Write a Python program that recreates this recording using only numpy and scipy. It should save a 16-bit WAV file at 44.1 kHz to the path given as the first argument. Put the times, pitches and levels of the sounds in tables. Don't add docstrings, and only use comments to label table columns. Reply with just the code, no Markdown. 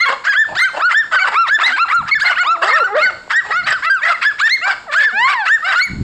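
import sys
import numpy as np
from scipy import signal
from scipy.fft import rfft, irfft, next_fast_len
from scipy.io import wavfile
from scipy.ndimage import uniform_filter1d, minimum_filter1d, map_coordinates

SR = 44100
rng = np.random.default_rng(int(sys.argv[2]) if len(sys.argv) > 2 else 0)


def log_audio(samples):
    frames = np.atleast_2d(samples).T
    limited = np.clip(frames, -1, 1)
    pcm = np.round(limited * 32767).astype(np.int16)
    wavfile.write(sys.argv[1], SR, pcm)


def invert_db(x):
    u = np.asarray(x, float) / 20
    return 10 ** u


N = 265923

# (start [s], end [s], level [dB], mouth resonance [Hz])
HOARSE_BARKS = [(0.067, 0.151, -15, 1072), (0.237, 0.3, -20.5, 1418), (0.46, 0.595, -34, 673),
                (0.729, 0.83, -25, 836), (0.884, 0.953, -21.5, 1913), (1.11, 1.171, -14, 1380),
                (1.232, 1.309, -18.5, 1245), (1.301, 1.368, -22.5, 999), (1.456, 1.509, -21.5, 1779),
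                (1.589, 1.731, -19, 1413), (1.879, 1.945, -21, 1400), (2.066, 2.112, -19.5, 1958),
                (2.218, 2.351, -19.5, 1430), (2.61, 2.731, -13.5, 1271), (2.736, 2.806, -19.5, 1917),
                (2.954, 3.038, -24, 1522), (3.095, 3.119, -13, 1216), (3.291, 3.355, -15.5, 1650),
                (3.433, 3.534, -28.5, 824), (3.654, 3.749, -13.5, 1602), (3.83, 3.869, -20, 1914),
                (4.029, 4.144, -18.5, 1587), (4.208, 4.271, -16, 1893), (4.384, 4.416, -18, 1985),
                (4.649, 4.754, -19, 1404), (4.91, 4.957, -15, 1982), (4.982, 5.065, -19.5, 2130),
                (5.263, 5.356, -15, 1697), (5.447, 5.486, -20, 1783), (5.655, 5.769, -18, 1390)]


def unit(x):
    return x / np.sqrt(np.mean(x ** 2) + 1e-20)


def along(points, hz):
    f, v = np.transpose(points)
    return np.interp(np.log(hz + 1), np.log(f + 1), v)


def wobble(n, rate):
    knots = rng.standard_normal(int(n * rate / SR) + 4)
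    return map_coordinates(knots, [np.arange(n) * rate / SR])


def filtered(x, response):
    m = next_fast_len(len(x) + 4096)
    return irfft(rfft(x, m) * response(np.fft.rfftfreq(m, 1 / SR)), m)[:len(x)]


def smooth(x, seconds):
    return uniform_filter1d(x, max(1, int(seconds * SR)), mode="nearest")


def fade(n, seconds):
    k = np.arange(n)
    return np.clip(np.minimum(k, n - k) / (seconds * SR), 0, 1)


def patchy(x, depth_db):
    z = signal.stft(x, nperseg=256)[2]
    field = uniform_filter1d(rng.standard_normal(z.shape), size=3, axis=0)
    field = uniform_filter1d(field, size=5, axis=1)
    return signal.istft(z * invert_db(depth_db * unit(field)), nperseg=256)[1][:N]


def arch(top_s, rise_s, fall_s, top_hz, db, scoop, drop, bend):
    scoop_bend, climb = 3, .15
    swell_db, swell_bend = 14.5, 2.44
    shut_db, shut_bend = 34, 2.09
    s = np.linspace(max(top_s - rise_s, 0), top_s + fall_s, num=32)
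    up = np.clip((top_s - s) / rise_s, 0, 1)
    down = np.clip((s - top_s) / fall_s, 0, 1)
    octaves = scoop * (climb * up + (1 - climb) * up ** scoop_bend) + drop * down ** bend
    level_db = db - swell_db * scoop * up ** swell_bend - shut_db * down ** shut_bend
    return np.transpose([s, top_hz / 2 ** octaves, level_db])


def calls():
    # (top [s], rise [s], fall [s], top pitch [Hz], level [dB])
    shrill = [(0.02, .06, 0.055, 2126, -9), (0.415, 0.099, .045, 1815, -9), (0.99, .085, 0.063, 1829, -9.5),
              (1.554, .09, 0.036, 1796, -9.5), (2.722, 0.069, 0.014, 2176, -15),
              (3.39, 0.092, .03, 1912, -10.5), (4.275, .065, 0.059, 1715, -10),
              (5.545, .09, 0.046, 1850, -8.5)]
    jumped = [(1.157, .03, .075, 1530, -9.5), (2.14, 0.03, 0.014, 2221, -9),
              (2.16, .012, 0.041, 1761, -11.5), (2.27, .024, .04, 2128, -9), (2.3, .03, 0.065, 1478, -13),
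              (2.755, .028, .045, 1817, -8), (2.849, .012, .055, 1502, -12), (3.04, .022, .045, 2129, -10),
              (3.375, .02, .07, 1571, -20.5), (3.735, .015, .07, 1550, -13.5), (3.91, .015, .115, 1611, -9),
              (4.15, .01, .03, 2093, -19.5), (5.055, 0.027, .07, 1769, -9), (2.83, .035, .015, 1390, -12),
              (1.234, .02, .05, 1500, -13.5), (.075, .02, 0.046, 1143, -13), (1.22, .035, 0.046, 2300, -19)]
    cracked = [(0.296, .06, .09, 1655, -11.5), (0.65, .065, 0.062, 1552, -10.5),
               (1.741, .04, .055, 1590, -14), (3.074, .13, .045, 1542, -11), (4.475, .095, .02, 1845, -9.5),
               (5.015, .1, .02, 1749, -9), (5.805, .1, .02, 1513, -11.5)]
    mellow = [(0.866, 0.077, 0.083, 1461, -10.5), (1.405, .085, 0.095, 1369, -9.5),
              (1.625, 0.045, 0.021, 1287, -14), (1.832, 0.074, 0.033, 1423, -9.5),
              (1.961, .085, 0.086, 1380, -10.5), (2.104, 0.048, 0.016, 1297, -20.5),
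              (2.525, .1, .06, 1369, -10.5), (2.766, 0.057, 0.048, 1340, -11.5),
              (4.14, .025, .02, 1326, -20.5)]
    broken = [(0.042, 0.051, .035, 1412, -15), (2.372, .02, 0.013, 1500, -15),
              (2.42, 0.053, .03, 1450, -11), (.35, .03, .015, 1380, -17), (5.485, .035, 0.016, 1320, -13.5),
              (3.522, 0.023, 0.026, 1320, -16.5), (3.59, .08, 0.054, 1445, -13.5),
              (3.885, 0.066, 0.018, 1350, -13)]
    barks = [(0.09, 0.046, .065, 553, -19.5), (1.24, .06, .055, 774.4, -16),
             (2.285, 0.035, 0.087, 722.4, -17.5), (3.685, 0.062, .025, 785, -24),
             (4.105, .09, .03, 694.6, -14), (4.69, 0.079, .06, 790, -15), (5.7, 0.08, 0.067, 772, -15.5)]
    piercing = [(0.63, .085, .045, 2170, -11.5), (1.675, .075, .04, 2070, -10),
                (4.54, .075, .05, 2120, -11), (5.83, .065, .075, 2235, -14), (2.232, .04, .025, 1695, -13)]
    # (half-pitch partials [dB], brightness [dB per octave],
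    # scoop [octaves], drop [octaves], bend of the drop [exponent])
    voices = [
        (-50, 4.5, 1.1, 1, 3.2),
        (-42.5, 4, .08, .9, 2.2),
        (-11.5, 6, 1.2, 0.99, 2.9),
        (-37.5, 1.5, 1.1, 1.7, 3.2),
        (-3.5, 3.5, .6, .6, 3.2),
        (-31, 4.5, .4, .4, 2.5),
        (-31, 9.5, 1.2, 1, 3.2),
    ]
    # (time [s], pitch [Hz], level [dB])
    whines = [
        [(1.58, 318, -31.5), (1.62, 413, -44.5), (1.68, 309.7, -42.5), (1.72, 231, -43.5), (1.77, 362, -44.5)],
        [(2.43, 192.6, -59.5), (2.47, 309.7, -30), (2.5, 356.5, -40.5), (2.6, 330.3, -31.5), (2.65, 372, -24),
         (2.7, 451, -26), (2.76, 634, -27.5), (2.795, 635, -22), (2.84, 379, -23.5)],
        [(2.84, 396.3, -39), (2.9, 393, -24.5), (2.94, 420.5, -19.5), (2.97, 611.4, -10.5), (2.995, 617, -13.5),
         (3.01, 552, -27)],
        [(3.0, 312.5, -32), (3.03, 258.3, -32.5), (3.1, 182.8, -36.5), (3.17, 158.5, -43.5)],
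        [(4.862, 1136, -43), (4.88, 690.7, -31.5), (4.905, 554.5, -23.5), (4.96, 679, -29), (5.02, 595, -32.5),
         (5.05, 456, -58), (5.1, 491, -32)],
        [(5.12, 696, -29.5), (5.17, 825, -14.5), (5.225, 978, -11), (5.27, 1062, -9), (5.315, 1219, -18),
         (5.355, 983, -17), (5.42, 829, -16.5), (5.46, 720, -24.5), (5.51, 586, -36)],
    ]
    # (time [s], pitch [Hz], level [dB])
    growl = [(5.128, 227.6, -36.5), (5.2, 201, -43.5), (5.289, 223, -48.5)]
    # (half-pitch partials [dB], brightness [dB per octave])
    whine_voices = [(-20.5, -7), (-23, 4.5), (-32, -9), (-44, 2.5), (-63, -2), (-32.5, 1.5), (-45, -9.5)]
    pack = []
    for rows, voice in zip([shrill, jumped, cracked, mellow, broken, barks, piercing], voices):
        half_db, bright_db, *shape = voice
        pack += [(arch(*row, *shape), half_db, bright_db) for row in rows]
    return pack + [(rows, *voice) for rows, voice in zip(whines + [growl], whine_voices)]


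def yaps():
    # (frequency [Hz], gain [dB])
    throat = [(150, -64), (500, -2.5), (900, -0.5), (1600, 11), (2500, -6), (4200, -18.5), (6000, -29.5),
              (7500, -38), (12000, -57)]
    out = np.zeros(N + SR)
    hoarse = np.zeros(N + SR)
    for start_s, end_s, *_ in HOARSE_BARKS:
        hoarse[round(start_s * SR):round(end_s * SR)] = 1
    for rows, half_db, bright_db in calls():
        s, hz, db = np.transpose(rows)
        t = np.arange(s[0], s[-1], 1 / SR)
        start, n = round(s[0] * SR), len(t)
        closed = np.median(hz) < 450
        glide = smooth(np.interp(t, s, hz), .01)
        climb = np.gradient(np.log(glide), t)
        rough = hoarse[start:start + n] * (0 if closed else .45)
        rough = rough + (not closed) * np.clip(climb / 14 - .3, 0, .55)
        pitch = glide * (1 + (.004 + .022 * rough) * wobble(n, 250) + .012 * wobble(n, 45))
        level = smooth(np.interp(t, s, invert_db(db)), .006) * invert_db((.5 + 3 * rough) * wobble(n, 200))

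        order = np.arange(1, int(2 * 15000 / hz.max()))[:24, None] / 2
        age, coarse = t[::32] - s[0], pitch[::32]
        partial_hz = order * coarse
        uneven_db = np.array([wobble(len(age), 32 * 55) for _ in order]) * (order > 1)
        uneven_db = (6.5 if n < .2 * SR else 4) * uneven_db
        drop = smooth(np.clip(-np.gradient(np.log(coarse), age), 0, 30), 0.0003)
        tilt_db = (bright_db - 3 * age / age[-1] - .5 * drop) * np.log2(order) - 12 * (order < 1)
        throat_db = along(throat, partial_hz * (2.2 if closed else 1))
        gain = invert_db(throat_db + tilt_db + uneven_db) * (partial_hz < 15500)
        onset = invert_db(-7.0 - 60 * age / 0.023)
        steep = invert_db(-4.5) * (not closed) * np.clip(climb[::32] / 14 - .45, 0, 1)
        gain *= np.where(order % 1, invert_db(half_db) + onset + steep, 1)
        gain /= np.linalg.norm(gain, axis=0)
        smear = np.clip((partial_hz - 4000) / 9000, 0, .45)
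        smear = np.clip(smear + .3 * rough[::32], 0, .9)
        flutter = np.array([wobble(len(age), 32 * 450) for _ in order]) * (order > .5)
        gain *= np.sqrt(1 - smear ** 2) + smear * flutter
        gain = uniform_filter1d(np.repeat(gain, 32, axis=1), size=48, axis=1)[:, :n]

        phase = 2 * np.pi * (np.cumsum(pitch) / SR * order + rng.random(order.shape))
        voice = np.sum(gain * np.sin(phase), axis=0)
        out[start:start + n] += np.sqrt(2) * level * fade(n, .008) * voice
    return out[:N]


def wind():
    # (time [s], level [dB])
    buffet = [(0.0, -68), (0.54, -51.5), (0.6, -61), (1.0, -67), (1.45, -61), (1.52, -40), (1.6, -62.5),
              (1.85, -61), (1.95, -48), (2.01, -39.5), (2.101, -50), (2.22, -45.5), (2.3, -56.5),
              (3.38, -60), (3.55, -53.5), (4.4, -65.5), (5.839, -74.5), (5.909, -42.5), (6.03, -34.5)]
    # (frequency [Hz], density [dB per Hz])
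    rumble_shape = [(25, -13.5), (90, -4), (200, -5.5), (400, -21.5), (800, -91.5)]
    # (time [s], peak level [dB], frequency [Hz])
    thumps = [
        (5.919, -30, 110),
        (5.936, -22, 109.6),
        (5.989, -24, 106),
        (6.013, -15, 107),
    ]
    # (time [s], peak level [dB], frequency [Hz])
    ticks = [
        (3.279, -29, 516),
        (5.495, -37, 7030),
        (5.639, -25, 7200),
    ]
    t = np.arange(N) / SR
    s, db = np.transpose(buffet)
    rumble = filtered(rng.standard_normal(N), lambda hz: invert_db(along(rumble_shape, hz)))
    lumps_db = 1.4 * wobble(N, 24) + 6 * wobble(N, 4.98)
    out = invert_db(np.interp(t, s, db)) * unit(rumble * invert_db(lumps_db))
    for hit_s, peak_db, hz in thumps + ticks:
        u = (t - hit_s) * hz * 2 * np.pi
        out += invert_db(peak_db) * (1 - u * u) * np.exp(-u * u / 2)
    return out


def air():
    # (frequency [Hz], density [dB per Hz])
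    rustle_shape = [(100, -17.5), (900, -14.5), (1500, -19.5), (4300, -24.5), (8300, -31), (11000, -44),
                    (14000, -60)]
    rustle = filtered(rng.standard_normal(N), lambda hz: invert_db(along(rustle_shape, hz)))
    return invert_db(-44 + 0.34 * wobble(N, 9.3)) * unit(rustle)


def brush(x):
    # (frequency [Hz], time to fall 60 dB [s])
    decay = [(500, 0.51), (2000, 0.37), (8000, 0.6), (11000, 0.2)]
    hz, t, z = signal.stft(rng.standard_normal(SR), SR, nperseg=256)
    tail = signal.istft(z * invert_db(-60 * t / along(decay, hz)[:, None]), SR, nperseg=256)[1]
    delayed = np.pad(x, (700, 0))
    return signal.fftconvolve(delayed, tail / np.linalg.norm(tail))[:N]


def rasps():
    # (frequency [Hz], width [Hz], level [dB])
    upper = [(2600, 600, -12), (4400, 900, -20), (7300, 1200, -26)]

    def ring(f, center, width):
        return 1j * f * width / (center * center - f * f + 1j * f * width)

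    out = np.zeros(N)
    for start_s, end_s, db, mouth_hz in HOARSE_BARKS:
        def tract(f):
            mouth = ring(f, mouth_hz, 0.85 * mouth_hz) ** 2
            bright = sum(invert_db(g) * ring(f, c, w) ** 2 for c, w, g in upper)
            return (mouth + bright) / (1 + (f / 9000) ** 6)

        n = round((end_s - start_s) * SR)
        rate_db = .55 * wobble(n, 150) + wobble(n, 25) + 2.5 * np.sin(np.pi * np.arange(n) / n) - 1.5
        cycles = np.cumsum(.45 * mouth_hz * invert_db(rate_db)) / SR
        slaps = np.diff(np.floor(cycles), prepend=0) * invert_db(3 * wobble(n, 600))
        breath = rng.standard_normal(n) * (1 - cycles % 1)
        bark = unit(filtered(0.63 * unit(slaps) + 0.46 * unit(breath), tract))
        level = invert_db(db + 2.5 * wobble(n, 60)) * fade(n, .024) ** 1.3
        out[round(start_s * SR):][:n] += level * bark
    return patchy(out, depth_db=4)


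def scene():
    clear, hoarse = yaps(), rasps()
    duck = 1 / (1 + smooth(np.abs(clear), 0.011) / invert_db(-16.0))
    dogs = clear + hoarse
    background = duck * (invert_db(-12.0) * brush(dogs) + duck * air())
    return (dogs + background + duck ** 1.3 * invert_db(7.5) * wind())[None]


def band_limit(x):
    return signal.sosfilt(signal.butter(12, 15800, fs=SR, output="sos"), x)


def record(dry):
    envelope = np.abs(signal.hilbert(dry[0], next_fast_len(N))[:N])
    need = np.minimum(1, .62 / (envelope + 1e-9)) ** .6
    x = dry[0] * smooth(minimum_filter1d(need, size=200), 0.004)
    # (frequency [Hz], gain [dB])
    response = [(2200, 0), (3100, -4.5), (4300, 1.5), (5000, -0.5), (6100, -11), (7200, 5.0),
                (8350, -3.5), (8750, -13), (13000, -3)]
    x = filtered(x, lambda hz: invert_db(along(response, hz)))
    x = x / (1 + np.abs(x / .92) ** 6) ** (1 / 6)
    return band_limit(x[None])


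dry = scene()
out = record(dry)
log_audio(out)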